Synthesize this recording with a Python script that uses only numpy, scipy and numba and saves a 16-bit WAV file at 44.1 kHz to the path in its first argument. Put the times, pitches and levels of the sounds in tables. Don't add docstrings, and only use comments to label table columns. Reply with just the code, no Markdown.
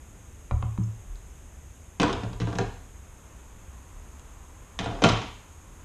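import sys
import numpy as np
from scipy import signal
from scipy.fft import rfft, irfft
from scipy.io import wavfile
from scipy.ndimage import uniform_filter1d
from numba import njit

SR = 44100
rng = np.random.default_rng(int(sys.argv[2]) if len(sys.argv) > 2 else 0)


def voltage_ratio(decibels):
    exponent = np.asarray(decibels, float) / 20
    return 10 ** exponent


def pcm_store(signal):
    levels = np.round(np.clip(np.atleast_2d(signal), -1, 1) * 32767)
    wavfile.write(sys.argv[1], SR, levels.astype(np.int16).T)


N = 257544
TIME = np.arange(N) / SR

# [f/Hz, density level/dB]
HUM_SPECTRUM = [(12, -31), (20, -6.5), (38, -6.5), (70, 1), (91, -7), (126, -14), (160, -16.5), (458, -24),
                (672, -27), (1010, -28), (2500, -34.5), (3250, -45.5), (5500, -120)]
# [f/Hz, density level/dB]
HISS_SPECTRUM = [(1470, -70), (2500, -9.5), (3650, -10), (4290, -19), (5180, -14), (5950, -12), (6310, 0),
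                 (6640, 1.5), (7040, -3), (9700, -12), (12600, -14.5), (13600, -19), (14300, -44)]
# [t/s, level/dB]
CAR_LEVEL = [
    (2.7, -70),
    (3.3, -63),
    (3.9, -60.5),
    (4.5, -61),
    (5.3, -59.5),
    (5.84, -62),
]
# [t/s, slow sway level/dB, hum level/dB]
LEANS = [
    (0.55, -34, -45),
    (0.74, -47, -38),
    (1.12, -37.5, -43),
    (2.05, -33, -37),
    (2.31, -32.5, -44),
    (2.44, -46, -45),
    (2.6, -30.5, -46),
    (3.95, -40.5, -53),
    (4.9, -32.5, -51),
    (5.09, -33, -43),
]
# [f/Hz, t60/s]
ROOM_T60 = [(100, 0.37), (300, 0.24), (1000, 0.48), (3000, 0.61), (9000, 0.32)]
# [t/s, level/dB, ring f/Hz, t60/s]
TICKS = [(0.8354, -51, 5370, 0.022), (.878, -51, 1100, 0.017), (.8368, -48, 6400, 0.037),
         (1.1566, -57, 4900, .008), (1.157, -44, 4000, 0.0047), (1.757, -58, 3500, .01),
         (2.1302, -38, 5040, 0.02), (2.235, -49, 5150, 0.021), (2.557, -48, 5100, .02),
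         (3.8039, -63, 3500, .01), (4.197, -38.5, 3000, 0.0021), (4.1953, -39, 7350, 0.0042),
         (5.0198, -41, 6200, 0.11)]
# [t/s, duration/s, wood level/dB, metal level/dB, settling rate/(dB per s)]
SHAKES = [
    (2.003, 0.11, -22, -28, 65),
    (2.147, 0.17, -29, -58, 90),
    (2.401, 0.056, -35, -31.5, 300),
    (2.477, 0.15, -29, -40, 117),
    (2.591, 0.11, -35, -42, 143),
    (4.795, 0.063, -27, -34.5, 34),
    (4.862, 0.26, -28.5, -42, 35),
    (5.02, .018, -25, -24, 30),
    (5.041, .25, -15, -16.5, 110),
]
# [t/s, deep bench modes level/dB, upper bench modes level/dB]
THUDS = [(1.999, -23, -22), (2.03, -22, -30), (2.095, -39, -32), (2.141, -23, -40), (2.233, -25.5, -33.5),
         (2.301, -24, -39.5), (2.405, -21, -39), (2.414, -24, -31.5), (2.555, -26, -30.5),
         (2.584, -30, -32), (2.611, -48, -30.5), (4.8, -27, -30), (4.859, -26.5, -32), (4.918, -47, -37),
         (5.02, -40, -32), (5.037, -33, -41), (5.069, -20, -40), (5.085, -23, -39), (5.242, -40, -47.5)]
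# [t/s, tap level/dB, deep bench mode level/dB, middle mode level/dB, upper modes level/dB]
SET_DOWN = [
    (0.511, -20.5, -18.5, -29.5, -38.5),
    (0.626, -25, -29, -28.5, -40),
    (0.777, -30.5, -40, -25.5, -26.5),
]
# [t/s, box hollow level/dB, box wall level/dB, metal level/dB, strongest metal ring f/Hz]
KNOCKS = [(1.9992, -23, -25.5, -20, 5340), (2.0177, -22.5, -24.5, -23, 3600),
          (2.0313, -19, -17, -22.5, 2750), (2.0452, -27.5, -35, -49, 2300), (2.0628, -26, -31, -50, 2740),
          (2.0957, -26, -31, -40, 2660), (2.1286, -32.5, -31.5, -28, 3560), (2.2342, -31, -38.5, -38, 3520),
          (2.331, -41, -46, -43.5, 3160), (2.4012, -31.5, -45, -31.5, 3370),
          (2.4162, -35.5, -33, -39.5, 2730), (2.472, -32, -33, -44, 2690),
          (2.5289, -35.5, -32.5, -44, 2720), (2.554, -33.5, -42, -36, 2420), (2.586, -21, -22.5, -25, 5050),
          (2.6123, -30.5, -47, -38, 3040), (2.662, -50, -54, -50, 2990), (4.79, -38, -31, -23, 2100),
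          (4.8594, -31.5, -29.5, -35, 3620), (5.0202, -22, -22, -30.5, 2230),
          (5.0389, -13.5, -10, -12, 2620), (5.0887, -29, -20, -21.5, 2580)]
# [f/Hz, density level/dB]
CRACK_SPECTRUM = [(290, -30), (600, -6), (1070, 1), (1900, -7.5), (3300, -1), (5500, -10), (9100, -19),
                  (13000, -67)]
# [f/Hz, level/dB, t60/s]
BENCH = [(33.6, -15, 0.4), (79.6, -9, 0.45), (110.1, -4.5, 0.37), (189, -1.5, 0.17), (238.6, -17, 0.19),
         (310, -11, 0.13)]
# [f/Hz, level/dB, t60/s]
SPOOL = [(552, -10, 0.076), (756, -8, 0.047), (836, -2.5, 0.023), (1016, 2, 0.021), (1140, 4, 0.013),
         (1390, -8, 0.018), (1810, -14, 0.014), (2230, -11, 0.032), (2450, -9, 0.021), (2800, -14, 0.012),
         (3170, -14.5, 0.017), (3830, -16, 0.017), (4700, -18, 0.0081)]
# [f/Hz, level/dB, t60/s]
BOX = [(219, -6, 0.045), (271, -4, 0.079), (287.7, -6.5, 0.084), (375, -5, 0.057), (447.3, 0.5, 0.051),
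       (488, -4.5, 0.074), (627, -5, 0.031), (698, 1, 0.036), (765, -2, 0.042), (913, -3.5, 0.048),
       (953, 0.5, 0.024), (1100, 0.5, 0.023), (1200, -0.5, 0.017), (1380, -16, 0.017), (1524, 1, 0.019),
       (1690, -2, 0.017), (1920, -26, 0.0089)]
# [f/Hz, level/dB, t60/s]
METAL = [(2054, 1.5, 0.015), (2420, 2, 0.011), (2780, -1, 0.028), (3240, -2.5, 0.021), (3560, -5, 0.02),
         (3680, -2, 0.012), (4030, -1, 0.0082), (4470, -14, 0.0022), (5080, 0, 0.013), (5390, -2.5, 0.0039),
         (6200, -1, 0.024), (6700, -34, 0.002), (7730, -18, 0.02), (8860, -24, 0.0048), (9600, -24, .01),
         (11400, -13, 0.012)]


def level(x, db):
    return x * voltage_ratio(db) / np.sqrt(np.mean(x ** 2))


def colour(x, points):
    hz, db = np.transpose(points)
    at = np.log(np.maximum(np.arange(len(x) // 2 + 1) * SR / len(x), 1))
    return irfft(rfft(x) * voltage_ratio(np.interp(at, np.log(hz), db, -90, -90)), len(x))


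def band(x, hz, width_hz):
    return signal.lfilter(*signal.iirpeak(hz, hz / width_hz, fs=SR), x)


def noise():
    return rng.standard_normal(N)


def walk(rate_hz):
    k = int(SR / rate_hz)
    steps = np.repeat(rng.standard_normal(N // k + 1), k)
    return 1.2 * uniform_filter1d(uniform_filter1d(steps, k), k)[:N]


@njit
def add(out, start, size, pole, length):
    for k in range(len(start)):
        z = size[k] + 0j
        for i in range(start[k], min(start[k] + length[k], len(out))):
            out[i] += z.imag
            z *= pole[k]


def decaying_pole(hz, t60):
    return np.exp(2j * np.pi * hz / SR - np.log(1000) / (t60 * SR))


def ring(modes, s, db, scatter_db, detune, push_s, same_spot=False):
    hz, mode_db, t60 = np.transpose(modes)
    chance = rng.standard_normal((len(s), 3, len(modes)))
    sign = 1 if same_spot else np.sign(chance[:, 1])
    size = voltage_ratio(db + mode_db + scatter_db * chance[:, 0]) * sign
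    pole = decaying_pole(hz * np.exp(detune * chance[:, 2]), t60)
    start = np.repeat((s * SR).astype(np.int64), len(modes))
    length = np.tile((t60 * SR * 2 / 3).astype(np.int64), len(s))
    out = np.zeros(N)
    add(out, start, size.ravel(), pole.ravel(), length)
    push = np.hanning(int(push_s * SR) + 3)
    return np.convolve(out, push / push.sum())[:N]


def floor_hum():
    return level(colour(noise(), HUM_SPECTRUM), -47) * voltage_ratio(0.4 * walk(3))


def microphone_hiss():
    return level(colour(noise(), HISS_SPECTRUM), -59.5)


def distant_car():
    return level(band(noise(), 1000, 315), 0) * voltage_ratio(np.interp(TIME, *np.transpose(CAR_LEVEL), left=-120))


def leaning(column, rest_db):
    rise_db_per_s, fade_db_per_s = 256, 85
    rows = np.array(LEANS)
    since = TIME - rows[:, :1]
    drop_db = np.maximum(-rise_db_per_s * since, fade_db_per_s * since)
    strongest_db = np.max(rows[:, column:column + 1] - drop_db, axis=0)
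    return voltage_ratio(np.maximum(strongest_db, rest_db))


def bench_tremor():
    sway = level(band(band(noise(), 38, 8.4), 38, 8.4), -1.8)
    hum = level(band(band(noise(), 65, 47), 65, 47), -6.5)
    return sway * leaning(1, rest_db=-54.5) + hum * leaning(2, rest_db=-52.5)


def workshop(x):
    t = np.arange(SR) / SR
    tail = np.zeros(SR)
    for hz, t60 in ROOM_T60:
        echoes = band(rng.standard_normal(SR), hz, hz * 0.94)
        tail += echoes * np.exp(-np.log(1000) * t / t60) / np.sqrt(hz)
    tail *= 1 - np.exp(-t / 0.0019)
    return signal.fftconvolve(x, tail / np.sqrt(np.sum(tail ** 2)))[:N]


def ticks():
    s, db, hz, t60 = np.transpose(TICKS)
    out = np.zeros(N)
    start, length = (s * SR).astype(np.int64), (t60 * SR).astype(np.int64)
    add(out, start, voltage_ratio(db), decaying_pole(hz, t60), length)
    return out


def rattle(start_s, lasts_s, wood_db, metal_db, settle_db_per_s):
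    count, span_s = 275, 0.25
    chance = rng.random((count, 2))
    since = chance[:, 0] * span_s
    size_db = np.where(since < lasts_s, -3.0 * np.log(1 - chance[:, 1]), -200)
    dull_db = wood_db - settle_db_per_s * since + size_db
    bright_db = metal_db - 1.16 * settle_db_per_s * since + size_db
    s = start_s + since
    wood = ring(BOX, s, dull_db[:, None] - 30.0, 2.3, 0.049, 0.00033)
    metal = ring(METAL, s, bright_db[:, None] - 21.5, 2.3, 0.1075, 0.00007)
    return wood + metal


def thuds():
    s, deep_db, upper_db = np.transpose(THUDS)[:, :, None]
    is_deep = np.array(BENCH)[:, 0] < 150
    bench_db = np.where(is_deep, deep_db - 4.5, upper_db + 4.5)
    return ring(BENCH, s.ravel(), bench_db, 1.0, 0.024, 0.0029)


def spool():
    s, tap_db, deep_db, middle_db, upper_db = np.transpose(SET_DOWN)
    bench_db = np.transpose([deep_db - 7.0, deep_db, middle_db, upper_db, upper_db, upper_db]) + 7.0
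    bench_late_s = 0.0084
    bench = ring(BENCH, s + bench_late_s, bench_db, 0, 0, 0.0025, same_spot=True)
    tap = ring(SPOOL, s, tap_db[:, None] - 8.5, 2.16, 0.027, 0.0001)
    return bench, tap


def crack(s, wall_db, metal_db):
    metal_share, over_db, decay_s = 0.72, 7.5, 0.0023
    crack_db = wall_db + metal_share * (metal_db - wall_db) + over_db
    burst = np.zeros(N)
    burst[(s * SR).astype(int)] = voltage_ratio(crack_db.ravel())
    burst = signal.lfilter([1], [1, -np.exp(-1 / (decay_s * SR))], burst)
    return voltage_ratio(3.0) * colour(burst * noise(), CRACK_SPECTRUM)


def knocks():
    s, hollow_db, wall_db, metal_db, ring_hz = np.transpose(KNOCKS)[:, :, None]
    s = s.ravel()
    air = crack(s, wall_db, metal_db)
    is_hollow = np.array(BOX)[:, 0] < 545
    box_db = np.where(is_hollow, hollow_db - 6.0, wall_db - 7.0)
    favour_db = 4 * np.exp(-(np.log(np.array(METAL)[:, 0] / ring_hz) / 0.2) ** 2)
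    for late_s, soft_db in [(0, 0), (0.0022, -3), (0.0055, -1.5)]:
        air += ring(BOX, s + late_s, box_db + soft_db, 1.63, 0.041, 0.00025)
        air += ring(METAL, s + late_s, metal_db + favour_db + soft_db - 12.0, 2.5, 0.099, 0.00007)
    return air


def scene():
    background = floor_hum() + microphone_hiss() + distant_car() + bench_tremor()
    small_parts = ticks() + sum(rattle(*row) for row in SHAKES)
    set_down_bench, tap = spool()
    bench = set_down_bench + thuds()
    air = small_parts + knocks()
    wet = workshop(air + voltage_ratio(-4.0) * tap + voltage_ratio(-8.5) * bench)
    return (bench + tap + air + voltage_ratio(-5.5) * wet + background)[None]


def roll_off(x):
    return signal.sosfilt(signal.butter(12, 14420, fs=SR, output="sos"), x)


def record(dry):
    top = signal.sosfiltfilt(signal.butter(8, 12400, "high", fs=SR, output="sos"), dry)
    body = signal.sosfiltfilt(signal.butter(2, 300, "high", fs=SR, output="sos"), dry)
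    loud_db = 10 * np.log10(uniform_filter1d(body ** 2, size=2048) + 1e-12)
    given_up = np.clip((loud_db + 48.0) / 9.7, 0, 1)
    return roll_off(dry - given_up * top)


dry = scene()
out = record(dry)
pcm_store(out)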